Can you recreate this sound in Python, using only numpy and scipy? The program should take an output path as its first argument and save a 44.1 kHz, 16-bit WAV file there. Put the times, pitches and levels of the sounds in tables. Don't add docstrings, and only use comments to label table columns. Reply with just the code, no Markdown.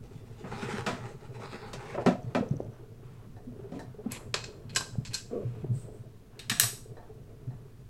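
import sys
import numpy as np
from scipy import signal
from scipy.fft import rfft, irfft, next_fast_len
from scipy.io import wavfile
from scipy.ndimage import map_coordinates

SR = 44100
rng = np.random.default_rng(int(sys.argv[2]) if len(sys.argv) > 2 else 0)


def transcribe(signal):
    frames = np.atleast_2d(signal).T
    limited = np.clip(frames, -1, 1)
    pcm = np.round(limited * 32767).astype(np.int16)
    wavfile.write(sys.argv[1], SR, pcm)


N = 347949
HIT, ATTACK = int(.45 * SR), int(.03 * SR)

# (frequency [Hz], t60 [s])
ROOM_DECAY = [(100, 0.19), (500, 0.46), (1500, 0.31), (4000, 0.36), (8000, 0.39), (12000, 0.34),
              (16000, 0.065)]
# (frequency [Hz], level [dB])
AIR_COLOUR = [(15, 10), (32, -1), (48, 5), (75, -19.5), (100, -0.5), (130, -6), (170, -9), (230, -8.5),
              (340, -16.5), (430, -19.5), (600, -31), (1050, -28.5), (2000, -33.5), (6000, -39),
              (15800, -43.5)]
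# (centre [Hz], width [Hz], level [dB])
DUCT_DRONES = [(114.7, 20, 1.5), (405, 36, -3), (600, 33, -1.5), (734, 10, -7), (800, 12, -4)]
# (time [s], effort [dB])
EFFORT = [(0, -52.5), (.4, -46.5), (.86, -44.5), (1.3, -47.5), (1.6, -49.5), (2.1, -50.5), (2.6, -43),
          (2.95, -54), (4.0, -48.5), (4.9, -47.5), (5.3, -54), (5.6, -43.5), (5.98, -46), (6.2, -62.5),
          (6.53, -46), (7.25, -57), (7.48, -49.5), (7.89, -64.5)]
# (frequency [Hz], level [dB])
TABLE_COLOUR = [(20, -45.5), (50, -34.5), (85, 0), (120, 10.5), (165, -2.5), (240, -6.5), (330, -38),
                (900, -66.5), (3000, -110)]
CASE_COLOUR = [(60, -45.5), (220, -13), (330, -4.5), (430, 2.5), (530, -10.5), (660, -8), (850, -30),
               (1500, -40.5), (4000, -100)]

# (time [s], speed [dB])
PUSHES = [
    [(.03, -22), (.42, -17.5), (.55, -8), (.65, -0.5), (.78, -1.5), (.86, -8.5), (1.03, -10.5),
     (1.15, -18.5)],
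    [(1.15, -19), (1.35, -12), (1.43, -7.5), (1.58, -8.5), (1.68, -9.5), (1.81, -2), (1.9, -5),
     (2.04, -8.5), (2.15, -23)],
    [(2.2, -17), (2.37, -13.5), (2.5, -13.5), (2.75, -60)],
]
# (level [dB], growth with speed [dB/dB], drift [dB/s])
RAIL_LAYERS = [(-40.5, 1.13, 1.5), (-40, 1.54, -1.5), (-45.5, 1.0, -3.5)]
# (start [s], length [s], level [dB])
RUNNER_BINDS = [(.425, .03, 12.5), (.505, 0.036, 8.5), (.69, 0.022, 2), (.99, 0.077, 8.5),
                (1.515, 0.029, 7.5), (1.61, .03, 5.5)]
FLANK_RASPS = [(.52, 0.029, -56), (1.42, 0.23, -58.5)]
PIN_CREAKS = [(2.21, .03, -73), (2.47, 0.16, -71.5), (2.7, 0.084, -74)]
FINGER_DRAGS = [(2.7, 0.095, -59.5), (3.0, 0.24, -61), (3.55, 0.39, -64), (4.02, 0.21, -54.5),
                (4.45, .35, -65), (4.91, 0.017, -49.5), (5.28, 0.4, -61), (6.3, 0.14, -63),
                (6.93, 0.16, -66.5), (7.45, 0.24, -69)]
PIVOT_RUBS = [(3.02, .17, -72), (3.73, 0.046, -57.5), (4.094, 0.078, -43), (4.71, 0.045, -57),
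              (5.09, 0.061, -51.5), (5.3, 0.33, -67)]
PALM_BRUSHES = [(5.7, 0.12, -64), (5.9, 0.045, -73)]
# (time [s], slip rate [1/s], level [dB])
SKID = [(5.298, 203, -100), (5.313, 240, -38), (5.355, 243, -34), (5.385, 190, -37), (5.41, 208, -43),
        (5.435, 170, -42), (5.5, 230, -100)]

# (pitch [Hz], level [dB], nudge rate [1/s])
PANELS = [(126, -43.5, 3.0), (237, -49.5, 1.2), (413, -42, 2.8)]
# (time [s], level [dB], pitch [Hz], swell [s])
THUMPS = [(.15, -34.5, 152, .011), (.625, -30, 220, 0.0071), (.685, -27.5, 400, 0.0041),
          (.735, -26, 212, 0.0058), (2.065, -19.5, 251, 0.018), (2.242, -26.5, 122, 0.0043),
          (2.383, -20, 213, 0.003), (2.408, -18, 208, 0.0028), (2.422, -26, 486, 0.0078),
          (2.508, -17, 144, 0.0068), (2.538, -25, 266, 0.0024), (2.603, -18.5, 410, 0.0012),
          (3.465, -34.5, 248.6, 0.018), (3.591, -35, 389, 0.006), (3.64, -37, 400, 0.0086),
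          (3.743, -36, 284, 0.021), (3.98, -35.5, 419, 0.014), (4.058, -23, 233, 0.0068),
          (4.06, -41, 760, 0.0047), (4.955, -31, 436, 0.00081), (4.982, -19, 130, 0.0047),
          (5.442, -25.5, 118, .02), (5.63, -28, 147, 0.011), (5.643, -24.5, 360, 0.0032),
          (5.69, -22.5, 120.4, 0.022), (5.746, -28.5, 130, 0.014), (6.513, -29.5, 220, 0.0068),
          (6.622, -31, 112, 0.015), (7.092, -41, 426, .012), (7.468, -27.5, 125.3, 0.015)]
# (time [s], boom [dB], panel [dB], clank [dB], edge [dB], t60 [s])
KNOCKS = [(0.439, -36, -41, -49, -81, 0.25), (0.864, -26, -27.5, -25, -33, 0.31),
          (1.397, -55, -41.5, -62, -60, 0.35), (1.529, -53, -42, -45, -54, 0.066),
          (1.732, -72, -36.5, -42, -39, 0.13), (1.944, -40, -29, -42, -79, 0.12),
          (1.977, -41, -23, -39, -86, 0.19), (2.061, -15.5, -16, -24, -34.5, 0.22),
          (2.348, -25, -20.5, -26.5, -39, 0.2), (3.719, -34.5, -38.5, -52.5, -59, 0.44)]
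# (pitch [Hz], level against the boom [dB], t60 [s])
LID_MODES = [(251, -0.5, 0.28), (690, -14.5, 0.44), (721, -9, 0.43)]
# (time [s], body [dB], tilt towards the treble [dB/band])
HANDLE_TAPS = [(3.363, -57, -11), (3.792, -47, -7.5), (6.968, -50, -14.5), (7.026, -56.5, -17),
               (7.505, -58.5, -14)]
# (time [s], body [dB], clack [dB], ring [dB], sparkle [dB], contact [s], lower lever's share [0-1])
LEVER_CLICKS = [(4.119, -54, -70, -48.5, -43.5, 0.0032, 0.1),
                (4.3412, -36.5, -32.5, -37.5, -53.5, 0.0061, 0.02),
                (4.44, -73, -47, -49.5, -71.5, 0.0058, 0.04), (4.694, -78, -54, -68, -73, 0.022, 0),
                (4.749, -64, -58, -47, -58.5, 0.014, 0.6), (4.7602, -40, -31.5, -30, -40, 0.018, 0.78),
                (4.807, -43, -50, -51, -55, 0.0037, 0.8), (5.05, -63, -50, -50.5, -66, 0.04, 0),
                (5.133, -68, -46, -50, -53, 0.071, 0.45), (5.1417, -58, -41.5, -35.5, -49, 0.015, 0.2)]
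# (time [s], body [dB], clack [dB], ring [dB], sparkle [dB], contact [s])
LATCH_CLICKS = [(6.3917, -71, -47.5, -54, -63.5, 0.012), (6.4968, -43, -32.5, -35, -46, 0.0081),
                (6.514, -41, -40, -46, -55.5, 0.01), (6.598, -36.5, -30, -25, -26, 0.0032),
                (6.632, -41.5, -43, -34, -43, 0.013)]
KNOCK_EDGES = [80, 330, 1000, 3500, 14000]
CLICK_EDGES = [300, 1400, 4600, 9000, 15500]

# (frequency [Hz], level [dB])
RAIL_COLOUR = [(88, -25.5), (150, 5), (221, -10.5), (306, -19.5), (409, -5), (701, -22.5), (818, -12),
               (1110, -15.5), (1840, -9), (2650, -26), (3150, -29.5), (8100, -37), (15000, -58.5)]
KNOCK_COLOUR = [(60, -2.5), (180, 16.5), (330, 7), (500, 9.5), (700, 5.5), (900, -4.5), (2500, -18.5),
                (4500, -24.5), (8000, -31), (11000, -46), (15000, -47)]
FINGER_COLOUR = [(250, -10), (500, -1), (900, 1), (1450, -2), (2000, -11.5), (3000, -14), (8000, -43.5)]
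PIVOT_COLOUR = [(400, 11), (1400, -1), (2300, 11), (3300, 5), (5500, -2.5), (8000, -1), (11500, -15),
                (13000, -33), (15500, -42)]
LEVER_COLOUR = [(200, 0), (500, 5), (1600, -3), (4300, -0.5), (7800, -5), (9500, -22), (11500, -17.5),
                (12600, -36), (15500, -38.5)]
SKID_COLOUR = [(100, -5.5), (220, 2.5), (320, 1), (470, 8.5), (700, -8), (850, -36.5), (1100, -14),
               (1350, -29.5), (4000, -60.5)]
PALM_COLOUR = [(3000, -14), (6500, -14), (8300, 1), (9800, -16), (14000, -24)]
LATCH_COLOUR = [(200, -21.5), (650, -12.5), (1000, -9.5), (1350, -5.5), (1650, -0.5), (4000, 3), (8000, 1),
                (10000, 3.5), (12500, 2.5), (14000, -1), (15500, -5)]
# (centre [Hz], width [Hz], prominence [dB])
RAIL_MODES = [(414, 28, -9), (820, 110, -5), (1360, 390, -3.5), (2010, 164, -31), (2570, 650, 5),
              (8200, 790, -25)]
CHASSIS_MODES = [(189, 19, -2), (247, 17, 8), (634, 50, -6), (994, 30, -3), (1300, 99, 1), (1560, 55, -20),
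                 (1870, 400, -4), (2370, 66, 2), (2610, 67, 6)]
HANDLE_MODES = [(727, 26, -9), (890, 48, -3), (1114, 36, -23), (1804, 120, 5), (4000, 160, -5),
                (5670, 330, -36)]
UPPER_LEVER_MODES = [(427, 68, -7), (1020, 130, 2.5), (1645, 40, -10), (2540, 74, 9), (3330, 20, -8.5),
                     (3800, 22, -25), (4210, 70, 3), (5940, 20, -27), (6900, 14, -9.5), (7400, 180, -12)]
LOWER_LEVER_MODES = [(1060, 43, 7.5), (1580, 94, 27.5), (2560, 90, -5), (2970, 160, -5), (4010, 83, 10),
                     (5120, 49, -1), (7650, 18, -20.5), (7800, 95, -4), (9700, 78, -4), (12300, 24, -21)]
LATCH_MODES = [(700, 50, 0.5), (1155, 31, -2.5), (1690, 110, 6), (1880, 100, 0.5), (2655, 980, 5),
               (3730, 300, -1.5), (3810, 100, -4), (4120, 130, 3), (5350, 130, -15.5), (5800, 270, -3.5),
               (6820, 300, -3.5), (8000, 250, 1), (8330, 140, -5), (8030, 120, 5), (9800, 100, -4),
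               (12100, 840, -5.5)]


def amp(db):
    return 10 ** (np.asarray(db) / 20)


def unit(x):
    return x / np.sqrt(np.mean(x ** 2) + 1e-20)


def along(points, hz):
    knots_hz, values = np.transpose(points)
    return np.interp(np.log(hz + 1), np.log(knots_hz + 1), values)


def curves(rows):
    times, *columns = np.transpose(rows)
    return [np.interp(np.arange(N) / SR, times, column) for column in columns]


def wobble(rate):
    return map_coordinates(rng.standard_normal(int(N * rate / SR) + 4), [np.arange(N) * rate / SR])


def fade(t, t60):
    return np.exp(-np.log(1000) * t / t60)


def add(track, s, sound):
    start = round(s * SR)
    track[start:start + len(sound)] += sound[:N - start]


def band(x, lo_hz, hi_hz):
    return signal.sosfilt(signal.butter(4, [lo_hz, hi_hz], "band", fs=SR, output="sos"), x)


def coloured(x, gain):
    size = 2 * next_fast_len(len(x) // 2 + 4096)
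    cepstrum = irfft(np.log(np.maximum(gain(np.fft.rfftfreq(size, 1 / SR)), 1e-6)))
    cepstrum[1:size // 2] *= 2
    cepstrum[size // 2 + 1:] = 0
    return irfft(rfft(x, size) * np.exp(rfft(cepstrum)))[:len(x)]


def tone(colour):
    return lambda hz: amp(along(colour, hz))


def metal(colour, modes, lift_db):
    def gain(hz):
        peaks = sum(amp(db / 2) / (1 + (2 * (hz - centre) / width) ** 2) for centre, width, db in modes)
        return tone(colour)(hz) * (1 + amp(lift_db) * peaks)
    return gain


def reverb(build_s):
    hz, t, noise = signal.stft(rng.standard_normal(HIT), SR, nperseg=256)
    envelope = fade(t, along(ROOM_DECAY, hz)[:, None]) * (1 - np.exp(-t / build_s))
    tail = signal.istft(noise * envelope, SR, nperseg=256)[1][:HIT]
    return tail / np.linalg.norm(tail)


def in_room(x, wet_db):
    return x + amp(wet_db) * signal.fftconvolve(x, reverb(build_s=0.0053))[:len(x)]


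def blow(part, edges, levels_db, contact_s, ring_db, t60, wet_db):
    t = np.arange(HIT) / SR
    flutter = amp(3 * np.repeat(rng.standard_normal(HIT), 20)[:HIT])
    chatter = unit(rng.standard_normal(HIT) * np.exp(-(t / contact_s) ** 4) * flutter)
    ring = unit(rng.standard_normal(HIT) * fade(t, t60))
    sound = coloured(chatter + amp(ring_db) * ring + amp(wet_db) * unit(reverb(build_s=0.007)), part)
    bands = [band(sound, lo, hi) for lo, hi in zip(edges, edges[1:])]
    return sum(amp(db) * b / np.std(b[:ATTACK]) for b, db in zip(bands, levels_db))


def friction(grains_per_s, grain_db):
    catches = (rng.random(N) < grains_per_s / SR) * rng.standard_normal(N)
    return unit(rng.standard_normal(N) + amp(grain_db) * unit(catches))


def patchy(x, depth_db, width_hz, life_s):
    spectrum = signal.stft(x, nperseg=512)[2]
    rows = np.arange(spectrum.shape[0]) * SR / 512 / width_hz
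    columns = np.arange(spectrum.shape[1]) * 256 / SR / life_s
    grid = np.meshgrid(rows, columns, indexing="ij")
    patches = map_coordinates(rng.standard_normal((300, 500)), grid, order=1, mode="mirror")
    return signal.istft(spectrum * amp(depth_db * unit(patches)), nperseg=512)[1][:len(x)]


def strokes(rows, attack_s, t60):
    t = np.arange(N) / SR
    return sum(amp(db) * np.clip((t - s) / attack_s, 0, 1) ** 2 * fade(np.maximum(t - s - length, 0), t60)
               for s, length, db in rows)


def effort_db(s):
    easy_db = -52
    return np.interp(s, *np.transpose(EFFORT)) - easy_db


def stirred(db, grows):
    return amp(db + grows * effort_db(np.arange(N) / SR))


def ventilation():
    def ducts(hz):
        drones = sum(amp(db) / (1 + (2 * (hz - centre) / width) ** 2) for centre, width, db in DUCT_DRONES)
        return tone(AIR_COLOUR)(hz) * (1 + drones)
    air = unit(coloured(rng.standard_normal(N), ducts))
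    hum_hz = 120
    hum = np.sin(2 * np.pi * hum_hz * np.arange(N) / SR + .7 * wobble(10)) * amp(4 * wobble(8))
    return amp(-48.5) * air + amp(-65) * hum


def leaning():
    def murmur(colour):
        lumps = rng.standard_normal(N) * amp(7.4 * np.tanh(.9 * wobble(26)))
        return unit(coloured(lumps, tone(colour)))
    return stirred(-51, grows=0.98) * murmur(TABLE_COLOUR) + stirred(-58, grows=0.46) * murmur(CASE_COLOUR)


def slide():
    t = np.arange(N) / SR
    speed_db = np.max([np.interp(t, *np.transpose(push), left=-90, right=-90) for push in PUSHES], axis=0)
    grit = patchy(friction(grains_per_s=140, grain_db=-7.5), depth_db=2.1, width_hz=220, life_s=.055)
    rub = coloured(grit, metal(RAIL_COLOUR, RAIL_MODES, lift_db=4.5))
    edges_hz = [200, 1000, 3500, 15000]
    grind, scrape, hiss = (amp(db + grows * speed_db + drift * t) * unit(band(rub, lo, hi))
                           for (db, grows, drift), lo, hi in zip(RAIL_LAYERS, edges_hz, edges_hz[1:]))
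    binding = np.maximum(1, strokes(RUNNER_BINDS, attack_s=.02, t60=.25))
    rasp = strokes(FLANK_RASPS, attack_s=0.036, t60=0.14) * unit(band(grit, lo_hz=3170, hi_hz=5400))
    judder = amp(-4.5 + 3.1 * wobble(39.76))
    return in_room(judder * (binding * (grind + scrape) + hiss + rasp), wet_db=-9.5)


def nudges():
    scatter_db, detune, swell_cycles = 2, .05, 2.5
    rows = []
    for hz, db, per_s in PANELS:
        slots = np.arange(0, N / SR, 1 / per_s)
        for slot, (late, size, bend) in zip(slots, rng.uniform(-1, 1, (64, 3))):
            s = slot + (1 + late) / 2 / per_s
            level_db = db + 0.45 * effort_db(s) + scatter_db * size
            rows.append((s, level_db, hz * (1 + detune * bend), swell_cycles / hz))
    return [row for row in rows if row[0] < (N - 1) / SR]


def thumps():
    track, t = np.zeros(N), np.arange(HIT // 2) / SR
    size = next_fast_len(len(t), True)
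    bins_hz = np.fft.rfftfreq(size, 1 / SR)
    for s, db, hz, swell_s in list(THUMPS) + nudges():
        envelope = (t / swell_s) ** 2 * np.exp(2 * (1 - t / swell_s))
        nearby = 1 / (1 + (np.log((bins_hz + 1) / (1.25 * hz)) / .5) ** 4)
        rustle = unit(irfft(rfft(rng.standard_normal(size)) * nearby)[:len(t)])
        add(track, s, amp(db - 2) * envelope * (np.sin(2 * np.pi * hz * t) + amp(-16) * rustle))
    return in_room(track, wet_db=-9.5)


def knocks():
    track, t = np.zeros(N), np.arange(HIT) / SR
    chassis = metal(KNOCK_COLOUR, CHASSIS_MODES, lift_db=4.5)
    for s, *levels_db, t60 in KNOCKS:
        lid = sum(amp(levels_db[0] + db) * np.sin(2 * np.pi * hz * t) * fade(t, lid_t60)
                  for hz, db, lid_t60 in LID_MODES)
        impact = blow(chassis, KNOCK_EDGES, levels_db, contact_s=0.012, ring_db=9, t60=t60, wet_db=-5)
        add(track, s, lid + impact)
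    return amp(-8.5) * track


def pins():
    centre_hz, width_hz = 5950, 350
    resonance = lambda hz: 1 / np.hypot(1, 2 * (hz - centre_hz) / width_hz)
    ticks = unit(coloured(friction(grains_per_s=57, grain_db=16), resonance))
    return strokes(PIN_CREAKS, attack_s=.01, t60=.1) * ticks


def fingers():
    drag = unit(coloured(friction(grains_per_s=310, grain_db=-3.5), tone(FINGER_COLOUR)))
    motion = np.hypot(strokes(FINGER_DRAGS, attack_s=0.027, t60=0.16), stirred(-69, grows=.6))
    return in_room(motion * amp(-4 + 1.2 * wobble(30)) * drag, wet_db=-8.5)


def pivots():
    pivot = metal(PIVOT_COLOUR, UPPER_LEVER_MODES, lift_db=-1)
    rub = unit(coloured(friction(grains_per_s=480, grain_db=-5), pivot))
    return in_room(amp(-1.5) * strokes(PIVOT_RUBS, attack_s=0.023, t60=0.055) * rub, wet_db=-13)


def handles():
    track, handle = np.zeros(N), metal(KNOCK_COLOUR, HANDLE_MODES, lift_db=16.5)
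    for s, db, tilt_db in HANDLE_TAPS:
        levels_db = db + tilt_db * np.arange(len(CLICK_EDGES) - 1)
        add(track, s, blow(handle, CLICK_EDGES, levels_db, contact_s=0.12, ring_db=30, t60=0.2, wet_db=0))
    return track


def levers():
    track = np.zeros(N)
    upper = metal(LEVER_COLOUR, UPPER_LEVER_MODES, lift_db=5)
    lower = metal(LEVER_COLOUR, LOWER_LEVER_MODES, lift_db=7.5)
    for s, *levels_db, contact_s, share in LEVER_CLICKS:
        both = lambda hz: (1 - share) * upper(hz) + share * lower(hz)
        add(track, s, blow(both, CLICK_EDGES, levels_db, contact_s, ring_db=-2.5, t60=0.13, wet_db=-7.5))
    return track


def hand():
    rate, db = curves(SKID)
    slip_count = np.floor(np.cumsum(rate * (1 + 0.038 * wobble(150))) / SR)
    slips = np.diff(slip_count, prepend=0) * amp(0.58 * wobble(120))
    buzz = unit(coloured(slips, tone(SKID_COLOUR)))
    rub = unit(coloured(rng.standard_normal(N), tone(SKID_COLOUR)))
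    skid = amp(db - 1.5) * (buzz + amp(-1.5) * rub)
    swish = unit(coloured(rng.standard_normal(N), tone(PALM_COLOUR)))
    brush = amp(4) * strokes(PALM_BRUSHES, attack_s=0.055, t60=.35) * swish
    return in_room(skid + brush, wet_db=-12.5)


def latch():
    track, spring = np.zeros(N), metal(LATCH_COLOUR, LATCH_MODES, lift_db=3)
    for s, *levels_db, contact_s in LATCH_CLICKS:
        add(track, s, blow(spring, CLICK_EDGES, levels_db, contact_s, ring_db=-5, t60=.11, wet_db=-4))
    return track


def scene():
    steel = knocks() + levers() + latch() + handles() + slide() + pivots() + pins()
    return (steel + thumps() + hand() + fingers() + leaning() + ventilation())[None]


def record(dry):
    top_hz = 15950
    size = next_fast_len(N + SR // 2)
    hz = np.fft.rfftfreq(size, 1 / SR)
    low_shelf = np.interp(hz, [30, 45], [.55, 1])
    return irfft(rfft(dry, size) * low_shelf * (hz < top_hz), size)[:, :N]


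dry = scene()
out = record(dry)
transcribe(out)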